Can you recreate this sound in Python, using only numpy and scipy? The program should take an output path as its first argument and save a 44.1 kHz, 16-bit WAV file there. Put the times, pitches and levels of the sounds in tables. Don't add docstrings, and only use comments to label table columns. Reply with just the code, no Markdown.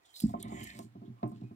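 import sys
import numpy as np
from scipy import signal
from scipy.fft import rfft, irfft, next_fast_len
from scipy.io import wavfile
from scipy.ndimage import uniform_filter1d

SR = 44100
rng = np.random.default_rng(int(sys.argv[2]) if len(sys.argv) > 2 else 0)


def decibels_to_gain(level_db):
    exponent = np.asarray(level_db, float) / 20
    return 10 ** exponent


def generate_wav(signal):
    frames = np.transpose(np.atleast_2d(signal))
    scaled = np.clip(frames, -1, 1) * 32767
    pcm = np.round(scaled).astype(np.int16)
    wavfile.write(sys.argv[1], SR, pcm)


N = 68355
T = np.arange(N) / SR

# start_s, force_db, upper_db, deep_db, stave_db
BUMPS = [(0.218, -45, -16, -21, -12), (0.236, -15.5, -34, -42, -44), (0.255, -25, -51, -11.5, -36),
         (0.291, -45.5, 0, -13, -14), (0.305, -35.5, -18.5, -39, -37), (0.338, -31, 2.5, -40, -14),
         (0.356, -38, -39, -41, -11.5), (0.442, -40.5, -21, -8, -8), (0.519, -34.5, -5.5, -26, -7.5),
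         (0.54, -39.5, -43, -6.5, -4), (0.611, -42.5, -35, -9, -20), (0.791, -35.5, -5, -41, -11),
         (0.842, -43.5, -32, -5, -11), (0.952, -41.5, -11.5, -18, -9), (0.963, -47.5, -39, 1, -22),
         (1.016, -40.5, -11.5, -22, -9), (1.032, -47.5, -8, -22, -5), (1.075, -40, -21, -4, -33),
         (1.097, -42, -38.5, -3, -23), (1.229, -27, -1, -6, -4), (1.256, -33, -5.5, -32, -9),
         (1.315, -45, -4.5, -9, -29), (1.342, -43, -33, -4.5, -24), (1.416, -35.5, -19.5, -5, -21),
         (1.432, -39, -20, -14, -6), (1.509, -40, -14.5, -9.5, -8.5)]
# time_s, body_db, upper_db, deep_db, stave_db
DRAG_LEVELS = [(0, -105, -82, -94, -80), (.24, -105, -78, -95, -89), (.37, -46, -69, -49.5, -52.5),
               (.44, -47.5, -55.5, -54, -59.5), (.63, -53.5, -53.5, -51, -54), (.67, -61, -66, -87, -70.5),
               (.8, -49, -64.5, -54, -60.5), (.92, -70, -90, -63, -84), (1.05, -70, -82.5, -61.5, -58),
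               (1.2, -67, -73.5, -77, -78.5), (1.3, -47, -68, -65, -57), (1.55, -72.5, -85, -51, -70)]

# pitch_hz, level_db, fall_s
DEEP_MODES = [(120.04, 9, 0.15)]
BODY_MODES = [(205.4, -3, 0.092), (223.95, 1.5, 0.089), (259.7, -5, 0.099)]
UPPER_MODES = [(610, -8, 0.045), (690, 0, 0.055), (830, -6, 0.04), (1050, -6, 0.09), (1220, -10, 0.03)]
STAVE_MODES = [(379.9, -0.5, 0.088), (307.7, -10, 0.27)]
DEEP_RISE_S, BODY_RISE_S, UPPER_RISE_S = 0.027, 0.0058, 0.0014
MODE_SPREAD_DB, MODE_DETUNE = 1.5, 0.015
SLIPS_PER_S, SLIP_SPREAD_DB = 260, 1.5

# start_s, level_db, low_hz, high_hz, fall_s (to -60 dB)
CRACK = (1.229, -57, 1400, 2800, .11)

# time_s, level_db
THRUM_LEVELS = [(0, -77), (.05, -87), (.2, -92), (.25, -35.5), (.32, -53.5), (.42, -66), (.62, -54),
                (.7, -65), (.8, -71), (.86, -78), (1.2, -93), (1.24, -66.5), (1.55, -75)]
# centre_hz, width_hz, level_db
THRUM_MODES = [(63.6, 12, -1), (95.7, 14.6, -0.5)]

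# time_s, level_db, tilt_db (per octave)
FIZZ_PATH = [(0, -84, -8), (.085, -63.5, -9), (.125, -68, 0), (.155, -51.5, 4), (.21, -47, 0.5),
             (.26, -58, -5), (.32, -59.5, -4), (.345, -81, 2), (.385, -75.5, 1.5), (.4, -51, -9.5),
             (.455, -100, 13.5), (.48, -61, -11.5), (.53, -61.5, -0.5), (.64, -53.5, -5.5), (.7, -57, -5.5),
             (.79, -55.5, -6.5), (.84, -55.5, -2.5), (.88, -89, -17.5), (1.26, -80, -7), (1.28, -69, 11),
             (1.33, -79.5, -17.5), (1.44, -76, -16.5), (1.55, -86.5, 0)]
# pitch_hz, level_db
FIZZ_COLOUR = [(1500, -35), (2900, -11), (3900, -2.5), (5200, -1), (6200, -7), (7100, 7), (9300, -0.5),
               (12000, -3.5), (15300, -2), (16400, -23)]
FIZZ_PATCH_DB = 1.6
GRAINS_PER_S, GRAIN_SPREAD_DB, GRAIN_FADE_S = 260, 4.0, 0.0018

# time_s, level_db
SCRAPE_LEVELS = [(0, -83), (.41, -71), (.45, -62.5), (.52, -62), (.59, -51.5), (.65, -54.5), (.71, -55),
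                 (.78, -64), (.86, -91.5), (1.55, -93.5)]
# centre_hz, width_hz, level_db
SCRAPE_PEAKS = [(1850, 150, 1), (2000, 110, 2), (2220, 170, 3), (2480, 150, -5), (3050, 400, -5),
                (3550, 200, -8)]
SCRAPE_WANDER, SCRAPE_SWELL_DB = 0.013, 2.5

# start_s, length_s, level_db, centre_hz, width_hz
SQUEEZES = [(0.047, .03, -69, 3530, 300), (0.08, 0.075, -70, 3186, 150), (0.138, 0.09, -56.5, 4010, 450),
            (.15, 0.14, -60, 4880, 900), (0.393, 0.069, -62, 3670, 694), (0.497, 0.24, -61.5, 7130, 690),
            (1.049, .03, -73, 3490, 803), (1.16, 0.15, -75.5, 1120, 100), (1.429, 0.1, -73.5, 2500, 70)]

# start_s, level_db, centre_hz, width_hz
SHORT_BURSTS = [(0.1624, -42, 4040, 1490), (0.2007, -35.5, 10100, 9000), (.203, -42.5, 3850, 1520),
                (0.206, -36.5, 10800, 4050), (0.268, -48, 7560, 1200), (0.4262, -36, 9300, 3640),
                (0.426, -40.5, 11500, 5730), (0.4308, -45.5, 3380, 1010), (0.64, -40, 11100, 6700),
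                (0.702, -46, 4120, 700), (0.7891, -42, 6660, 11950), (1.185, -67, 2750, 600),
                (1.2295, -55.5, 3720, 1500), (1.276, -61, 8270, 1520), (1.317, -64, 9130, 9000)]
BURST_S = 0.0035

ROOM_T60_S, ROOM_DULL_HZ = 0.16, 14000
WOOD_ROOM_DB, WET_ROOM_DB, BURST_ROOM_DB = -9, -3, -18

# pitch_hz, level_db (per Hz)
AIR_COLOUR = [(20, -2), (60, -11.5), (300, -6), (800, -2.5), (1200, -5.5), (2200, -9.5), (5000, -19.5),
              (9000, -25.5), (16400, -23)]
AIR_DB = -72.5


def wood(modes, rise_s, column):
    out = np.zeros(N)
    chance = rng.standard_normal((len(BUMPS) + 3, 2, len(modes)))
    for row, bump_chance in zip(BUMPS, chance[3:]):
        relative_db = row[column] if column > 1 else 0
        add(out, row[0], decibels_to_gain(row[1] + relative_db) * ring(modes, rise_s, bump_chance))
    slips = np.zeros(N)
    for slip_chance in chance[:3]:
        hits = clicks(SLIPS_PER_S / 3, SLIP_SPREAD_DB)
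        slips += signal.oaconvolve(hits, ring(modes, rise_s, slip_chance))[:N]
    return out + decibels_to_gain(curve(DRAG_LEVELS, column)) * evened(slips)


def ring(modes, rise_s, chance):
    t = T[:SR // 3, None]
    hz, db, t60 = np.transpose(modes)
    level_db = db + MODE_SPREAD_DB * chance[0] - 60 * t / np.abs(t60)
    pitch_hz = hz * (1 + MODE_DETUNE * chance[1])
    wave = (decibels_to_gain(level_db) * np.sin(2 * np.pi * pitch_hz * t)).sum(1)
    wave = wave * (1 - np.exp(-(t[:, 0] / rise_s) ** 2))
    return wave / abs(wave).max()


def clicks(per_s, spread_db):
    happens = rng.random(N) < per_s / SR
    sign = rng.choice([-1., 1.], N)
    return happens * sign * decibels_to_gain(spread_db * np.minimum(rng.exponential(1, N), 4))


def crack(s, db, low_hz, high_hz, t60):
    out, t = np.zeros(N), T[:6000]
    band_filter = signal.butter(3, [low_hz, high_hz], "band", fs=SR, output="sos")
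    band = signal.sosfilt(band_filter, rng.standard_normal(6000))
    fade_in = np.minimum(t * 1000, 1)
    add(out, s, decibels_to_gain(db - 60 * t / t60) * fade_in * evened(band))
    return out


def thrum():
    noise, modes = rng.standard_normal(N), np.zeros(N)
    for hz, width, db in THRUM_MODES:
        modes += decibels_to_gain(db) * evened(resonate(resonate(noise, hz, width), hz, width))
    return decibels_to_gain(curve(THRUM_LEVELS, 1)) * evened(modes)


def fizz():
    hz, t, cells = signal.stft(coloured(grainy(), FIZZ_COLOUR), SR, nperseg=256)
    patches = rng.standard_normal(cells.shape)
    for axis in (0, 1):
        patches = uniform_filter1d(patches, size=8, axis=axis)
    octaves = np.log2((hz[:, None] + 50) / 7000)
    tilt_db = np.interp(t, T, curve(FIZZ_PATH, 2)) * octaves
    shaped = cells * decibels_to_gain(FIZZ_PATCH_DB * evened(patches) + tilt_db)
    hiss = signal.istft(shaped, SR, nperseg=256)[1][:N]
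    return decibels_to_gain(curve(FIZZ_PATH, 1)) * evened(hiss)


def scrape():
    noise, peaks = grainy(), np.zeros(N)
    for hz, width, db in SCRAPE_PEAKS:
        moving_hz = hz * (1 + SCRAPE_WANDER * drift())
        strength = decibels_to_gain(db + SCRAPE_SWELL_DB * drift())
        peaks += strength * evened(resonate(resonate(noise, moving_hz, width), moving_hz, width))
    nearby_rms = np.sqrt(uniform_filter1d(peaks ** 2, size=4000))
    return decibels_to_gain(curve(SCRAPE_LEVELS, 1)) * peaks / nearby_rms


def grainy():
    burst = np.exp(-T[:600] / GRAIN_FADE_S)
    grains = clicks(GRAINS_PER_S, GRAIN_SPREAD_DB) ** 2
    power = 0.5 + signal.oaconvolve(grains, burst)[:N]
    return rng.standard_normal(N) * np.sqrt(power)


def drift():
    smooth = uniform_filter1d(rng.standard_normal(N), size=2500)
    return evened(uniform_filter1d(smooth, size=2500))


def squeezes():
    out, t = np.zeros(N), T[:8000]
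    for s, length, db, hz, width in SQUEEZES:
        noise = rng.standard_normal(9000)
        band = evened(resonate(resonate(noise, hz, width), hz, width))[1000:]
        swell = np.sin(np.pi * np.minimum(t / length, 1) ** 0.54)
        add(out, s, decibels_to_gain(db) * band * swell)
    return out


def short_bursts():
    out, t = np.zeros(N), T[:400]
    swell = np.sin(np.pi * np.minimum(t / BURST_S, 1)) ** 2
    for s, db, hz, width in SHORT_BURSTS:
        burst = rng.standard_normal(400)
        for _ in range(3):
            burst = resonate(burst, hz, width)
        burst = (burst * swell)[:round(BURST_S * SR)]
        add(out, s, decibels_to_gain(db) * evened(burst) / 2)
    return out


def resonate(x, hz, width):
    turn = np.exp(2j * np.pi * np.cumsum(hz * np.ones(len(x))) / SR)
    r = np.exp(-np.pi * abs(width) / SR)
    return 2 * (turn * signal.lfilter([1 - r], [1, -r], x / turn)).real


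def ports(x, lag_s, balance_db):
    size = next_fast_len(N + 200)
    padded = np.pad(x, (0, size - N), "linear_ramp")
    delay = np.exp(-2j * np.pi * np.fft.rfftfreq(size, 1 / SR) * lag_s)
    late = irfft(rfft(padded) * delay, size)[:N]
    return np.array([x * decibels_to_gain(balance_db / 2), late * decibels_to_gain(-balance_db / 2)])


def room(x):
    size = SR // 3
    taps = np.zeros((2, size))
    slots = np.arange(150, size - 22, 22)
    at = slots + rng.integers(0, 22, (2, len(slots)))
    np.put_along_axis(taps, at, rng.choice([-1., 1.], at.shape), 1)
    taps *= decibels_to_gain(-60 * T[:size] / ROOM_T60_S)
    taps /= np.linalg.norm(taps[0])
    taps = signal.lfilter(*signal.butter(1, ROOM_DULL_HZ, fs=SR), taps)
    return signal.fftconvolve(x[None], taps, axes=1)[:, :N]


def air():
    a, b = rng.standard_normal((2, N))
    pair = np.array([a + 0.9 * b, a - 1.8 * b])
    return decibels_to_gain(AIR_DB) * evened(coloured(pair, AIR_COLOUR))


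def evened(x):
    return x / np.sqrt(np.mean(x ** 2) + 1e-20)


def curve(table, column):
    rows = np.array(table)
    return np.interp(T, rows[:, 0], rows[:, column])


def coloured(x, points):
    f, db = np.transpose(points)
    size = x.shape[-1]
    hz = np.fft.rfftfreq(size, 1 / SR)
    gain_db = np.interp(np.log(hz + 1), np.log(f), db, left=-90, right=-90)
    return irfft(rfft(x) * decibels_to_gain(gain_db), size)


def add(mix, s, sound):
    part = mix[round(s * SR):][:len(sound)]
    part += sound[:len(part)]


def scene():
    low = wood(BODY_MODES, BODY_RISE_S, column=1) + wood(DEEP_MODES, DEEP_RISE_S, column=3) + thrum()
    upper = wood(UPPER_MODES, UPPER_RISE_S, column=2) + wood(STAVE_MODES, BODY_RISE_S, column=4)
    upper = upper + crack(*CRACK)
    wet = fizz() + scrape() + squeezes()
    bursts = short_bursts()

    direct = ports(low, lag_s=0.00027, balance_db=-1.7)
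    direct = direct + ports(upper, lag_s=0.00049, balance_db=-2.5)
    direct = direct + ports(wet + bursts, lag_s=0.000338, balance_db=-6)

    to_room = decibels_to_gain(WOOD_ROOM_DB) * (upper + 0.37 * low)
    to_room = to_room + decibels_to_gain(WET_ROOM_DB) * wet + decibels_to_gain(BURST_ROOM_DB) * bursts
    return direct + room(to_room) + air()


def top_cut(x):
    return signal.sosfilt(signal.butter(12, 16520, fs=SR, output="sos"), x)


def record(dry):
    low_cut = signal.butter(2, 50, "high", fs=SR)
    mix = signal.lfilter(*low_cut, dry)
    return top_cut(mix)


dry = scene()
out = record(dry)
generate_wav(out)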